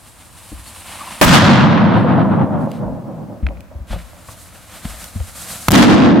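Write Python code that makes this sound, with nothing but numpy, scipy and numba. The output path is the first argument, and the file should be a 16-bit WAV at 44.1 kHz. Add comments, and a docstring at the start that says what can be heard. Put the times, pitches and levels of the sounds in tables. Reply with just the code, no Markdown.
"""Two big latex balloons burst in a sports hall: shock, ripping skin and an air push, then wall echoes,
a roar of decaying noise and a flutter echo between the end walls.
Someone in a furry costume hugs them until they burst: friction noise hisses and rasps, stick-slip squeaks.
Soft feet and bumps on the second balloon thud as damped low tones; small snaps ring briefly.
Over a faint room tone, saturation and a limiter flatten the peaks."""
import sys
import numpy as np
from scipy import signal
from scipy.fft import rfft, irfft, next_fast_len
from scipy.io import wavfile
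from scipy.ndimage import map_coordinates
from numba import njit

SR = 44100
rng = np.random.default_rng(int(sys.argv[2]) if len(sys.argv) > 2 else 0)


def generate_wav(signal):
    """Clip the signal to [-1, 1] and save it as 16-bit WAV at the path in sys.argv[1]."""
    frames = np.transpose(np.atleast_2d(signal))
    scaled = np.clip(frames, -1, 1) * 32767
    pcm = np.round(scaled).astype(np.int16)
    wavfile.write(sys.argv[1], SR, pcm)


N = 273420
TIME = np.arange(N) / SR  # s

# the balloon bursts: burst t/s, bang level/dB, treble lift/dB, boom f/Hz, boom level/dB,
# shock and tear level/dB, tear t60/s, air push f/Hz, push level/dB, push delay t/s
BURSTS = [(1.213, 12.5, -2.5, 176, 10, 24.5, 0.12, 53.6, 7.5, 0.043),
          (5.6833, 8.5, 2, 247, 18, 14, 0.014, 105.6, 5.5, 0.0023)]


def amp(db):
    """Level definition: 20 dB make a factor of ten in amplitude."""
    return 10 ** (np.asarray(db) / 20)


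def unit(x):
    """Normalisation by mean power: scale to rms 1."""
    return x / np.sqrt(np.mean(x ** 2) + 1e-20)


def along(points, hz):
    """Logarithmic frequency scale: interpolate (f/Hz, value) points along it."""
    f, v = np.transpose(points)
    return np.interp(np.log(hz + 1), np.log(f), v)


def filtered(x, response):
    """Linear filtering: multiply the spectrum by a response of frequency."""
    n = x.shape[-1]
    padded = next_fast_len(n + 8192)
    hz = np.fft.rfftfreq(padded, 1 / SR)
    return irfft(rfft(x, padded) * response(hz), padded)[..., :n]


def resonance(hz, centre, width):
    """Damped oscillator: the causal response of one resonance with peak gain 1."""
    return 1j * hz * width / (centre ** 2 - hz ** 2 + 1j * hz * width)


def colour(points):
    """Spectral envelope: the response given by (f/Hz, level/dB) points."""
    return lambda hz: amp(along(points, hz))


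def noise(response, side_db, envelope=1):
    """Mid-side superposition: stereo noise of rms 1 before its envelope, shaped in time, then coloured."""
    mid, side = rng.standard_normal((2, N))
    side = amp(side_db) * side
    pair = unit(np.array([mid + side, mid - side]))
    power = np.abs(response(np.fft.rfftfreq(SR, 1 / SR))) ** 2
    return filtered(pair * envelope, response) / np.sqrt(np.mean(power))


def wobble(rate):
    """Random modulation: a smooth curve through normal random knots, rate knots a second."""
    knots = rng.standard_normal(int(N * rate / SR) + 4)
    return map_coordinates(knots, [TIME * rate])


def fade(t, t60):
    """Exponential decay: silent before t = 0, then dying by 60 dB in t60."""
    return (t >= 0) * np.exp(-np.log(1000) * np.abs(t) / t60)


def add(track, s, sound):
    """Superposition: mix a sound into the track from time s."""
    start = round(s * SR)
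    part = sound[..., :N - start]
    track[:, start:start + part.shape[-1]] += part


def die_in_hall(x):
    """Frequency-dependent reverberation: each band decays with its own t60."""
    # reverberation of the hall: f/Hz, t60/s
    reverberation = [(50, 1.9), (110, 2.67), (220, 2.776), (600, 2.98), (1000, 2.25), (1600, 1.69),
                     (2300, 1.41), (4000, 1.195), (8000, 0.62), (15000, 0.43)]
    hz, t, bands = signal.stft(x, SR, nperseg=1024)
    decay = fade(t, along(reverberation, hz)[:, None])
    return signal.istft(bands * decay, SR, nperseg=1024)[1][:, :N]


def room_tone():
    """Stationary random noise: the steady background, coloured by a fixed spectrum."""
    # spectrum of the room tone: f/Hz, relative level/dB
    air = [(25, -10.5), (60, -6.5), (95, -1.5), (140, -14.5), (300, -16.5), (600, -22), (1200, -22.5),
           (3000, -35), (8000, -40), (16000, -42)]
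    return amp(-44.5) * noise(colour(air), side_db=-5.0)


def reverberant(sent):
    """Convolution: every small sound excites a diffuse decaying noise tail of two seconds."""
    tail = die_in_hall(rng.standard_normal((2, N)))[:, :2 * SR]
    tail = tail / np.linalg.norm(tail[0])
    return signal.fftconvolve(sent, tail, axes=1)[:, :N]


def ticks():
    """Impulse excitation: short dry snaps join a dull click, one brief resonance and a little grit."""
    # small snaps: t/s, level/dB, f/Hz, bright grit level/dB
    snaps = [(2.716, -19, 2840, -32.5), (3.438, -27, 2100, -62.5), (3.4665, -3.5, 2260, -40.5),
             (3.487, -21, 2200, -64), (3.571, -28, 2300, -65.5), (3.606, -24, 2480, -37.5),
             (3.989, -21, 2150, -55), (4.001, -24, 2100, -57), (5.042, -33, 2800, -25)]
    attack = 0.00051  # s
    out, t = np.zeros((2, N)), TIME[:SR // 10]
    for s, db, hz, grit_db in snaps:
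        rise = 1 - np.exp(-(t / attack) ** 2)
        ring = np.sin(2 * np.pi * hz * t) * fade(t, 0.0048)
        click = 0.33 * fade(t, 0.0012)
        click += 0.59 * rng.standard_normal(len(t)) * fade(t, 0.013)
        low_pass = signal.butter(4, min(1.35 * hz, SR / 4), fs=SR, output="sos")
        soft = signal.sosfilt(low_pass, (ring + click) * rise)
        grit = rng.standard_normal((2, len(t))) * fade(t, 0.016)
        add(out, s, amp(db) * soft + amp(grit_db) * grit)
    return out


def thuds():
    """Damped free vibration: a soft knock sets the sprung floor or the balloon swinging at one low pitch."""
    # footfalls and bumps on the balloon: t/s, swing level/dB, swing f/Hz, swing t60/s,
    # knock level/dB, knock f/Hz
    impacts = [(.514, -26.5, 62.7, 0.55, -49, 292), (2.843, -23.5, 51, .39, -60, 200),
               (3.425, -6.5, 59, 0.29, -43, 198), (3.752, -16, 69, .12, -69, 200),
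               (3.801, -14.5, 58, .11, -73.5, 200), (3.90, -13, 51.7, 0.36, -47, 200),
               (3.925, -20.5, 109, 0.19, -44, 650), (3.955, -24, 174, .2, -51, 594),
               (4.282, -28, 109, 0.19, -55.5, 1070), (4.842, -22.5, 55, 0.58, -41, 182),
               (5.152, -13, 90.5, .16, -45.5, 208), (5.199, -9, 87.3, .14, -54.5, 600)]
    # spectrum of the soft contact: f/Hz, relative level/dB
    contact_spectrum = [(60, 9.5), (200, 7.5), (600, -3), (1200, -12.5), (3000, -9), (10000, -39)]
    pan_db = 2.5  # left over right
    pan = amp([[pan_db / 2], [-pan_db / 2]])
    channel_phase = np.array([[0.35], [-0.35]])  # rad
    out, t = np.zeros((2, N)), TIME[:SR]
    for s, db, hz, t60, knock_db, knock_hz in impacts:
        phase = 2 * np.pi * hz * t + 0.78 * wobble(35)[:SR] + channel_phase
        swing = np.sin(phase) * fade(t, t60) * (1 - np.exp(-(t / 0.0057) ** 2))
        contact = rng.standard_normal(SR) * fade(t, 0.052) * (1 - np.exp(-(t / 0.0049) ** 2))
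        body = lambda f: colour(contact_spectrum)(f) * resonance(f, knock_hz, 0.28 * knock_hz)
        knock = unit(filtered(contact, body))
        add(out, s, (amp(db) * swing + amp(knock_db) * knock) * pan)
    return out


def squeaks():
    """Stick-slip oscillation: under the hardest squeeze the rubber sounds two harmonics of a wavering pitch."""
    # squeaks: t/s, length t/s, mean f/Hz, level/dB
    slips = [(0.667, .025, 4570, -41.5), (1.002, 0.028, 1135, -26.5), (1.027, .025, 924, -33),
             (1.068, 0.023, 1064, -29.5)]
    out = np.zeros(N)
    for s, length, hz, db in slips:
        phase = 2 * np.pi * np.cumsum(hz * (1 + 0.04 * wobble(200))) / SR
        swell = np.sin(np.pi * np.clip((TIME - s) / length, 0, 1))
        out += amp(db) * swell * (np.sin(phase) + 0.14 * np.sin(2 * phase))
    return out


def rubbing():
    """Friction noise: fur slipping over taut latex hisses and rasps, more as the hug tightens or strokes."""
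    # hugs tightening until the burst: start t/s, hiss level/dB at first, hiss level/dB at the burst,
    # skin level/dB at first, skin level/dB at the burst, power of the rise
    hugs = [(0.0, -49.5, -38.5, -54.5, -35.5, 1.17), (3.89, -50.5, -33.5, -49, -38.5, 2.4)]
    # strokes as the arms shift their grip: middle t/s, half width t/s, hiss level/dB, skin level/dB
    strokes = [(.07, .03, -51, -52), (.212, 0.028, -49.5, -47), (.39, .035, -46, -47.5),
               (.48, 0.047, -43.5, -47), (0.684, 0.027, -39, -43.5), (.785, 0.045, -40.5, -42.5),
               (.94, 0.11, -42, -37.5), (1.11, 0.057, -41, -35.5), (1.99, .05, -51.5, -78.5),
               (2.63, 0.041, -56, -54.5), (2.75, .055, -55, -46), (3.927, .028, -43, -31.5),
               (3.99, 0.043, -57, -43), (4.311, 0.049, -42, -46), (4.43, 0.058, -44.5, -54),
               (4.56, .03, -46, -46.5), (4.751, 0.048, -42, -39), (4.854, 0.0081, -44, -34),
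               (4.895, 0.087, -39, -38), (5.025, .07, -37.5, -40), (5.202, .004, -47, -39),
               (5.41, 0.054, -34, -40), (5.52, 0.064, -32, -34.5)]
    # hiss of the fur on the first and second balloon: f/Hz, relative level/dB
    hiss_first = [(2350, -18), (4000, -4.5), (5800, -8), (6470, -6), (8400, 1), (9830, 0.5), (11100, -2.5),
                  (16000, -18)]
    hiss_second = [(2350, -23), (4000, -7), (5760, -6.5), (8600, -1), (11100, -4.5), (13800, -8.5),
                   (16000, -21.5)]
    # rasp of the first and second skin: f/Hz, relative level/dB
    skin_first = [(100, -11.5), (200, 0), (400, -9.5), (650, -3), (1050, -1.5), (1500, -7), (3000, -6.5),
                  (6000, -19), (10000, -35)]
    skin_second = [(100, 0.5), (200, 2.5), (350, -8), (640, 1), (900, -5), (1280, -1.5), (1700, -4.5),
                   (4000, -9), (6000, -20), (10000, -36.5)]
    grip_time = 0.032  # s, the fur settles on the rubber just ahead of the hug
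    spectra = [(hiss_first, skin_first), (hiss_second, skin_second)]
    out, last_burst = np.zeros((2, N)), -np.inf
    for hug, (hiss_spectrum, skin_spectrum), (burst, *_) in zip(hugs, spectra, BURSTS):
        start, hiss_from, hiss_to, skin_from, skin_to, power = hug
        squeeze = np.clip((TIME - start) / (burst - start), 0, 1) ** power
        touching = np.clip((TIME - start) / grip_time + 1, 0, 1) * (TIME < burst)
        hiss_power = (touching * amp(hiss_from + (hiss_to - hiss_from) * squeeze)) ** 2
        skin_power = (touching * amp(skin_from + (skin_to - skin_from) * squeeze)) ** 2
        for s, width, hiss_db, skin_db in strokes:
            if last_burst < s < burst:
                stroke = np.exp(-((TIME - s) / width) ** 2)
                hiss_power += (amp(hiss_db) * stroke) ** 2
                skin_power += (amp(skin_db) * stroke) ** 2
        hiss = noise(colour(hiss_spectrum), side_db=-7)
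        jerks = amp(1.3 * wobble(300))  # the grip slips in jerks
        skin = noise(colour(skin_spectrum), side_db=-21, envelope=jerks)
        both = np.sqrt(hiss_power) * hiss + np.sqrt(skin_power) * skin
        out += amp(0.9 * wobble(50)) * both
        last_burst = burst
    return out


def flutter(round_trip, t60, sharp_t60, scatter_db, scatter_t60):
    """Flutter echo: the bang runs between the end walls, each sharp return with scatter behind it."""
    # spectrum of the returns: f/Hz, relative level/dB
    spectrum = [(100, -21.5), (220, -11), (400, -5), (580, 7), (750, -7), (1000, -9), (1500, -36),
                (4000, -65)]
    since = TIME % round_trip
    each_return = fade(since, sharp_t60) + amp(scatter_db) * fade(since, scatter_t60)
    returns = (TIME > round_trip) * each_return
    return noise(colour(spectrum), side_db=-18.5, envelope=returns * fade(TIME, t60))


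def hall_roar(bang_db, lift_db, boom_hz, boom_db, round_trip):
    """Diffuse reverberation: a coloured bang and a resonant boom build up and die in the hall."""
    # spectrum of the bang: f/Hz, relative level/dB
    spectrum = [(30, -32.5), (60, -27), (100, 11), (250, 1), (550, -2), (1000, 2), (1600, 1.5), (2300, -3),
                (3300, -2.5), (4500, -7), (8000, -11), (16000, -21.5)]
    boom = noise(lambda hz: resonance(hz, boom_hz, 0.82 * boom_hz) ** 2, side_db=-6.5)
    # clusters of echoes come back from the far end, weaker at each round trip
    off_centre = (TIME - 0.145 + round_trip / 2) % round_trip - round_trip / 2
    surge_db = 4 * np.exp(-(off_centre / 0.035) ** 2) * fade(TIME, 4.5)
    coarse_db = 0.7 * wobble(35.08) + 1.05 * wobble(400)  # single strong reflections
    lift = lambda hz: amp(lift_db * hz / (hz + 1500))
    bang = noise(colour(spectrum), side_db=-6.5, envelope=amp(surge_db + coarse_db))
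    bang = filtered(bang, lift)
    build_up = 1 / (1 + np.exp((0.062 - TIME) / 0.0087))  # far walls answer late
    roar = die_in_hall(amp(bang_db) * bang + amp(boom_db) * boom)
    return roar * build_up * amp(2.34 * wobble(22.27))


def near_blast(bang_db, tear_db, tear_t60, push_hz, push_db, push_delay):
    """Pressure release: a shock, ripping skin and the bounce of freed air, thrown back by near walls."""
    # spectrum of the tearing rubber: f/Hz, relative level/dB
    tear_spectrum = [(60, -12), (170, 6), (400, 1), (1100, -2), (2000, -9.5), (5000, -18), (16000, -26)]
    # first reflections: delay t/s, mean level/dB
    reflections = [(.006, -4), (0.023, -0.5), (0.028, -6.5), (.035, 0.5), (0.038, -4)]
    out, u = np.zeros((2, N)), TIME / 0.0012
    shock = (1 - u) * np.exp(-u)
    since_push = TIME - push_delay
    push = amp(push_db) * np.sin(2 * np.pi * push_hz * since_push) * fade(since_push, 0.076)
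    out += amp(tear_db) * shock + push
    tear = noise(colour(tear_spectrum), side_db=-5.5) * fade(TIME, tear_t60)
    add(out, 0.0008, amp(tear_db) * tear)
    for delay, db in reflections:
        crack = shock + 0.47 * rng.standard_normal((2, N)) * np.exp(-u)
        wall_gain = amp(db + rng.normal(0, 5.2, (2, 1)))  # scattered separately left and right
        add(out, delay, wall_gain * (amp(bang_db) * crack + amp(-5.5) * push))
    return out


def bursts():
    """Direct and reflected sound: each burst sums its blast, the roar of the hall and its flutter echo."""
    out = np.zeros((2, N))
    round_trip = 0.2085  # s, to and fro between the end walls
    for s, bang_db, lift_db, boom_hz, boom_db, tear_db, tear_t60, push_hz, push_db, push_delay in BURSTS:
        add(out, s, near_blast(bang_db, tear_db, tear_t60, push_hz, push_db, push_delay))
        add(out, s, hall_roar(bang_db, lift_db, boom_hz, boom_db, round_trip))
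        echo = flutter(round_trip, t60=4.38, sharp_t60=0.025, scatter_db=-9.5, scatter_t60=0.63)
        add(out, s, amp(2.5) * echo)
    return out


def scene():
    """Superposition: small sounds with their share of the hall, the bursts, and the room tone."""
    rubber, bumps, snaps = rubbing() + squeaks(), thuds(), ticks()
    sent = amp(-17.5) * rubber + amp(-21.5) * bumps + amp(-20) * snaps
    return rubber + bumps + snaps + reverberant(sent) + bursts() + room_tone()


@njit
def follow(level, attack, release):
    """Envelope detection: a peak follower rises fast and sinks slowly, by time constants in seconds."""
    out, held = np.empty_like(level), 0.0
    for i in range(len(level)):
        held += (level[i] - held) / (SR * (attack if level[i] > held else release))
        out[i] = held
    return out


def overload(x, top_db, hardness):
    """Saturation: peaks flatten against a ceiling."""
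    return x / (1 + np.abs(x / amp(top_db)) ** hardness) ** (1 / hardness)


def microphone(hz):
    """Frequency response: a dip in the low mids and a second-order bass roll-off."""
    low_cut = 39  # Hz
    dip = 1 - 0.67 * resonance(hz, 411.0, 135)
    roll_off = (1j * hz / low_cut) * resonance(hz, low_cut, 1.3 * low_cut) / 1.304
    return dip * roll_off


def record(dry):
    """Nonlinear gain: the input saturates, a limiter pulls it down, then the response colours it."""
    hot = overload(dry, top_db=9.5, hardness=1.9)
    held = follow(np.abs(hot).max(axis=0), 0.0012, 0.11)
    limited = overload(hot / np.maximum(1, held / amp(-3.0)), top_db=-2.5, hardness=11)
    coloured = filtered(limited, microphone)
    return filtered(coloured, lambda hz: hz < 15900)  # nothing above this frequency in Hz


dry = scene()
out = record(dry)
generate_wav(out)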